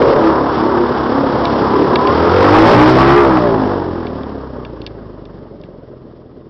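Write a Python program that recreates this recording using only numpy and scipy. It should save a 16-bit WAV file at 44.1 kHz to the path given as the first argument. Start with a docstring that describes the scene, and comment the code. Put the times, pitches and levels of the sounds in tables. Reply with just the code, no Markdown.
"""Airboat from the deck

The propeller cruises, is gunned for a second, then winds down to a lumpy idle. Blade tones and
chopped air ride on the exhaust of a geared eight-cylinder engine; a brief howl rings out at the start.
A small hand-held camera overloads at full throttle, and its case clicks in the hand."""
import sys
import numpy as np
from scipy import signal
from scipy.fft import rfft, irfft
from scipy.io import wavfile

SR = 44100
rng = np.random.default_rng(int(sys.argv[2]) if len(sys.argv) > 2 else 0)


def master_out(mix):
    """Clip the mix to full scale and print it as 16-bit PCM to the path in sys.argv[1]."""
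    frames = np.transpose(np.atleast_2d(mix))
    ceiling = np.clip(frames, -1, 1)
    pcm = np.round(ceiling * 32767).astype(np.int16)
    wavfile.write(sys.argv[1], SR, pcm)


N = 286209
T = np.arange(N) / SR

# propeller speed while the engine drives it: time_s, speed_hz
DRIVEN_SPEED = [(0.0, 35.64), (0.1, 36.92), (0.65, 35.1), (1.61, 34.09), (2.07, 36.33), (2.29, 43.63),
                (2.78, 59.42), (3.01, 66.88), (3.18, 70.67)]
# blade timbre when coasting, cruising and flat out: shaft_multiple, level_db
COAST_TONES = [(1, 4), (3, 5), (4, 1), (5, 5), (6, -1), (7, 1), (8, -4), (10, -5.5), (12, -11.5),
               (16, -10.5), (19, -7), (24, -31), (40, -33)]
CRUISE_TONES = [(1, -28.5), (3, -12.5), (4, -7.5), (5, -10), (6, -6), (7, -2), (8, -1), (9, -3.5),
                (11, -1.5), (14, -3), (16, -9), (22, -14), (29, -7.5), (40, -25.5)]
FLAT_OUT_TONES = [(1, -5), (3, -4.5), (4, -4.5), (5, 3.5), (6, 0), (7, -9), (10, -9), (13, -9.5),
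                  (15, -7.5), (18, -5), (20, -13), (28, -17), (40, -38.5)]
# EQ of the churned air in its low, middle and high ranges: frequency_hz, gain_db
ROAR_EQ = [(25, -37.5), (60, -13.5), (100, -5.5), (170, -10), (240, -3.5), (330, -4.5), (480, -6),
           (600, -5), (760, -21.5), (1000, -32), (1500, -61)]
RASP_EQ = [(450, -22.5), (700, -1), (870, 0.5), (1020, 1.5), (1200, -1), (1400, -7), (1700, -10),
           (2100, -30.5), (3000, -42.5), (5000, -63)]
HISS_EQ = [(1000, -32.5), (1900, 5), (2400, -4.5), (2900, -1.5), (3400, -0.5), (4100, -5.5), (4700, -3.5),
           (5300, -2.5), (6000, -14.5), (7500, -58.5)]
# fader ride of the roar while cruising: time_s, level_db
ROAR_RIDE = [(0.04, -10.5), (0.33, -14), (0.34, -16), (0.96, -17), (1.65, -13.5), (1.77, -12),
             (2.07, -13.5)]
# each cylinder's way through the headers: lag_s, level_db
HEADERS = [(0, 2), (.0031, -4), (.0006, 1), (.0042, -2), (.0012, 3), (.0002, -1), (.0048, -5), (.0026, 0)]
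# exhaust pipe resonances: pitch_hz, width_hz, gain_db
PIPE_MODES = [(126.5, 13, 1.5), (251, 19, 0.5), (346, 39, -4), (410, 40, 1), (508, 250, -16)]
# clicks of the camera case: start_s, level_db, centre_hz
CASE_CLICKS = [(1.4536, -10, 3396), (1.957, -6, 3013), (2.072, -12.5, 3380), (4.068, -24.5, 3034),
               (4.233, -31, 3165), (4.65, -23.5, 2847), (4.817, -27.5, 3407), (4.8647, -17, 3770),
               (4.872, -32, 3120), (5.2537, -34.5, 3244), (5.614, -44, 4195), (5.6362, -36.5, 2730)]
# ring of the plastic case: pitch_hz, level_db, t60_s
CASE_MODES = [(1680, -1.5, 0.05), (2310, -3.5, 0.019), (2720, -7.5, 0.024), (3385, -11, 0.032),
              (3670, -5, 0.019), (4540, -2, 0.012), (5250, -8.5, 0.011)]
# heavy firings at idle: start_s, level_db
IDLE_CHUGS = [(5.454, -22.5), (5.541, -28.5), (5.636, -25), (5.688, -21), (5.834, -23.5), (5.886, -24.5),
              (5.937, -22.5)]
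# faders that follow shaft speed, pivoting at cruise (the tones' is relative to the roar's):
# driven_db, driven_db_per_octave, coast_db, coast_db_per_octave
TONE_LAW = (-2.5, 3.5, -3, 4)
BEAT_LAW = (-34, 8, -34, 12)
RASP_LAW = (-19, 3, -35.5, 21.5)
HISS_LAW = (-34.5, -1, -49.5, 18)
WASH_LAW = (-69, 26, -68.5, 16.5)

OPEN_S, SHUT_S = 2.07, 3.2  # the throttle is thrown open, then shut
PICKUP_S, UNLOAD_S = 0.055, 0.066  # time the engine takes to pick up and to drop its load
CRUISE_HZ, IDLE_HZ = 35, 18  # shaft speeds
FLAT_OUT_HZ, FLAT_OUT_SPAN_HZ = 53.9, 17  # above this speed the blades morph to their flat-out timbre
BITE_S, BITE_WIDTH_S, BITE_DB = 2.733, 0.35, 7.5  # the blades bite hardest partway through the run-up
HULL_HZ, HULL_WIDTH_HZ, HULL_DB = 322, 19, 5.7  # hull resonance: lifts each blade tone passing through
HOWL_DB, BUFFET_DB, OPENING_FADE_DB_PER_S = -9.5, -36, 51.5  # the opening howl and buffet fade together


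def undb(db):
    """Decibels to gain."""
    return 10 ** (np.asarray(db) / 20)


def ramp(x):
    """Hold a crossfade between 0 and 1."""
    return np.clip(x, 0, 1)


def automation(points):
    """A line through (time_s, value) breakpoints."""
    return np.interp(T, *np.transpose(points))


def colour(x, eq):
    """EQ by (frequency_hz, gain_db) points, then scale to rms 1."""
    hz, db = np.transpose(eq)
    bins_hz = np.maximum(np.fft.rfftfreq(N, 1 / SR), 1)
    shaped = irfft(rfft(x) * undb(np.interp(np.log(bins_hz), np.log(hz), db)), N)
    return shaped / np.sqrt(np.mean(shaped ** 2))


def drift(rate_hz):
    """Random LFO with a spread near 1."""
    knots = rng.standard_normal(2048)
    return np.interp(T * rate_hz, np.arange(len(knots)), knots) * np.sqrt(3 / 2)


def shaft_tone(turns, db, multiple, waver_db):
    """One clean multiple of the shaft speed with a wavering level."""
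    return -np.sqrt(2) * undb(db + waver_db * drift(28)) * np.cos(2 * np.pi * multiple * turns)


def shaft_speed(coast_s=0.98):
    """Turns a second: driven until the throttle shuts, then dragged down towards idle."""
    return IDLE_HZ + (automation(DRIVEN_SPEED) - IDLE_HZ) * np.exp(-np.maximum(T - SHUT_S, 0) / coast_s)


def fader(law, octaves, load):
    """Level in dB that follows speed, on one slope under load and another when coasting."""
    driven_db, driven_slope, coast_db, coast_slope = law
    return load * (driven_db + driven_slope * octaves) + (1 - load) * (coast_db + coast_slope * octaves)


def roar_fader(octaves, load, shut_db=-11, coast_db=-26, db_per_octave=16):
    """The roar's ride in dB: up through the run-up, then down with the coasting propeller."""
    driven_db = automation(np.vstack([ROAR_RIDE, (SHUT_S, shut_db)]))
    return load * driven_db + (1 - load) * (coast_db + db_per_octave * octaves)


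def blade_tones(turns, speed, flat_out, crisp, flutter_db=5.0, wobble_turns=0.0059, smear_rad=0.94):
    """One pressure pulse a turn, as harmonics; the throttle shapes it, turbulent inflow shakes it."""
    multiples = np.delete(np.arange(1, 41), 1)  # the second is the blade beat, a layer of its own
    timbres = [np.interp(multiples, *np.transpose(tones))
               for tones in (COAST_TONES, CRUISE_TONES, FLAT_OUT_TONES)]
    shaken = turns + wobble_turns * drift(25)
    spread = smear_rad * (1 - 0.16 * crisp)  # tighter phases make a crisper slap
    out, power = 0, 0
    for k, coast, cruise, full in zip(multiples, *timbres):
        hull_db = HULL_DB / (1 + ((k * speed - HULL_HZ) / HULL_WIDTH_HZ) ** 2)
        gain = undb(cruise + flat_out * (full - cruise) + crisp * (coast - cruise) + hull_db)
        scatter = min(k / 8, 1)  # short waves are scattered more by cage and deck
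        phase = 2 * np.pi * k * shaken + spread * scatter * (drift(1.968) + rng.standard_normal())
        out -= gain * undb(flutter_db * scatter * drift(11)) * np.cos(phase)
        power += gain ** 2 / 2
    return out / np.sqrt(power)


def blade_beat(turns, speed, level_db, gunned, open_db=9, fade_hz=25.11, fade_db_per_hz=2):
    """A throb twice a turn: stronger at open throttle, sinking out of hearing as the shaft slows."""
    fade_db = fade_db_per_hz * np.maximum(fade_hz - speed, 0)
    return shaft_tone(turns, level_db + open_db * gunned - fade_db, multiple=2, waver_db=-1.0)


def exhaust(turns, speed, gear=1.075, scatter_db=5.5):
    """Eight cylinders fire in two crank turns; puffs limp through unequal headers and ring the pipe."""
    firings = np.flatnonzero(np.diff(np.floor(turns * gear * 4)))
    lag_s, db = np.transpose(np.resize(HEADERS, (len(firings), 2)))
    arrivals = np.minimum(firings + (lag_s * SR).astype(int), N - 1)
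    puffs = np.zeros(N)
    puffs[arrivals] = undb(db + scatter_db * rng.standard_normal(len(firings)))
    puffs /= np.sqrt(speed)  # even power at any firing rate
    pipe = 0
    for k, (hz, width_hz, gain_db) in enumerate(PIPE_MODES):
        resonance = signal.iirpeak(hz, hz / width_hz, fs=SR)
        pipe += (-1) ** k * undb(gain_db) * signal.lfilter(*resonance, puffs)
    return colour(pipe, [(40, -14.5), (100, -7.0), (600, 1.5), (1000, -19.0), (2500, -37.5)])


def churned_air(turns, eq, depth, flicker_db):
    """Turbulence that surges once a turn as the blade sweeps by."""
    surge = np.exp(depth * np.cos(2 * np.pi * turns))
    return colour(rng.standard_normal(N) * surge * undb(flicker_db * drift(40)), eq)


def rough_roar(turns, pipe, roar_db, tone_db):
    """Low turbulence and exhaust, ducking as the clean blade tones take over."""
    duck_db = np.interp(tone_db, [-12, -4, 1], [0, -2, -6.5])
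    air = churned_air(turns, ROAR_EQ, depth=0.26, flicker_db=2.3)
    return undb(roar_db + duck_db) * (undb(-2.5) * air + undb(-3.0) * pipe)


def intake_hiss(turns, level_db, roar_db, load, gunned, open_db=3, follow=0.62):
    """The intake hisses more at open throttle, and under load partly follows the roar's swells."""
    swell_db = follow * load * (roar_db - np.mean(roar_db[T < OPEN_S]))
    air = churned_air(turns, HISS_EQ, depth=0.17, flicker_db=1.0)
    return undb(level_db + open_db * gunned + swell_db) * air


def opening_howl(drone):
    """A narrow band of the boat's drone, near 500 Hz, rings out at the start and dies away."""
    eq = [(300, -56.5), (420, -14), (490, 7), (550, 11), (680, -5.5), (1000, -30)]
    return undb(HOWL_DB - OPENING_FADE_DB_PER_S * T) * colour(drone, eq)


def wind_buffet(wash_db):
    """Propeller wash rumbles on the microphone, with an extra buffet that dies away at the start."""
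    gain = undb(wash_db) + undb(BUFFET_DB - OPENING_FADE_DB_PER_S * T)
    eq = [(6, -8.5), (20, -0.5), (40, -12.5), (110, -13.5), (300, -36.0), (900, -61.5)]
    return gain * colour(rng.standard_normal(N), eq)


def case_clicks(trim_db=2, crack_gain=4, crack_s=0.0013, attack_s=0.00088, focus_db=16):
    """A brief crack and the short ring of the plastic shell; each click favours modes near its centre."""
    out = np.zeros(N)
    age = T[:SR // 8]
    for start_s, db, centre_hz in CASE_CLICKS:
        band = signal.butter(2, [centre_hz / 1.6, centre_hz * 1.29], "band", fs=SR, output="sos")
        click = crack_gain * signal.sosfilt(band, rng.standard_normal(len(age))) * np.exp(-age / crack_s)
        for hz, mode_db, t60_s in CASE_MODES:
            gain = undb(mode_db - focus_db * np.log2(hz / centre_hz) ** 2)
            click += gain * np.sin(2 * np.pi * (hz * age + rng.random())) * undb(-60 * age / t60_s)
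        click *= 1 - np.exp(-age / attack_s)
        start = int(start_s * SR)
        out[start:start + len(age)] += undb(db + trim_db) * click / np.abs(click).max()
    return out


def idle_boom(turns, speed, boom_hz=110, width_hz=8.1, level_db=-43):
    """The fourth, then the sixth shaft multiple swells as it sinks into the pipe's lowest range."""
    return sum(shaft_tone(turns, level_db, multiple=k, waver_db=1.5)
               / np.hypot(1, (k * speed - boom_hz) / width_hz) for k in (4, 6))


def idle_chugs(trim_db=-3.0, decay_s=0.0062):
    """At idle, single firings stand out as short dull puffs."""
    out = np.zeros(N)
    for start_s, db in IDLE_CHUGS:
        envelope = (T > start_s) * np.exp(-np.maximum(T - start_s, 0) / decay_s)
        puff = colour(rng.standard_normal(N) * envelope, ROAR_EQ)
        out += undb(db + trim_db) * puff / np.abs(puff).max()
    return out


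def scene():
    """Propeller and engine turn together; speed and load ride the faders, clicks and chugs sit on top."""
    speed = shaft_speed()
    turns = np.cumsum(speed) / SR
    octaves = np.log2(speed / CRUISE_HZ)
    load = 1 - ramp((T - SHUT_S) / UNLOAD_S)
    gunned = ramp((T - OPEN_S) / PICKUP_S) - ramp((T - SHUT_S) / PICKUP_S + 1)
    flat_out = load * ramp((speed - FLAT_OUT_HZ) / FLAT_OUT_SPAN_HZ)
    coasting = (1 - load) * ramp(0.55 + 0.28 * octaves)
    bite = np.exp(-((T - BITE_S) / BITE_WIDTH_S) ** 2)
    crisp = ramp(coasting + 0.56 * bite)  # blades that bite hard slap as crisply as coasting ones
    roar_db, tone_db = roar_fader(octaves, load), fader(TONE_LAW, octaves, load)

    blades = blade_tones(turns, speed, flat_out, crisp)
    pipe = exhaust(turns, speed)
    tones = undb(roar_db + tone_db) * blades
    boom = idle_boom(turns, speed)
    beat = blade_beat(turns, speed, fader(BEAT_LAW, octaves, load), gunned)
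    roar = rough_roar(turns, pipe, roar_db, tone_db)
    rasp = undb(fader(RASP_LAW, octaves, load)) * churned_air(turns, RASP_EQ, depth=0.21, flicker_db=1.5)
    hiss = intake_hiss(turns, fader(HISS_LAW, octaves, load), roar_db, load, gunned)
    howl = opening_howl(blades + pipe)
    wind = wind_buffet(fader(WASH_LAW, octaves, load))
    boat = tones + beat + roar + rasp + hiss + howl + wind + boom
    return (undb(BITE_DB * bite) * boat + case_clicks() + idle_chugs())[None]


def record(dry):
    """The microphone stage overloads, a steep low-pass cuts the treble, and the overshoot is shaved."""
    ceiling, knee, shave_at = 0.715, 7, 0.695
    band_hz, top_hz, fade_in_s = 5750, 15800, 0.004
    saturated = dry / (1 + np.abs(dry / ceiling) ** knee) ** (1 / knee)
    dc_free = signal.sosfilt(signal.butter(1, 3, "high", fs=SR, output="sos"), saturated)
    dulled = signal.sosfiltfilt(signal.butter(12, band_hz, fs=SR, output="sos"), dc_free)
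    shaved = np.clip(dulled, -shave_at, shave_at) * ramp(T / fade_in_s)
    return signal.sosfilt(signal.ellip(8, 0.2, 70, top_hz, fs=SR, output="sos"), shaved)


dry = scene()
out = record(dry)
master_out(out)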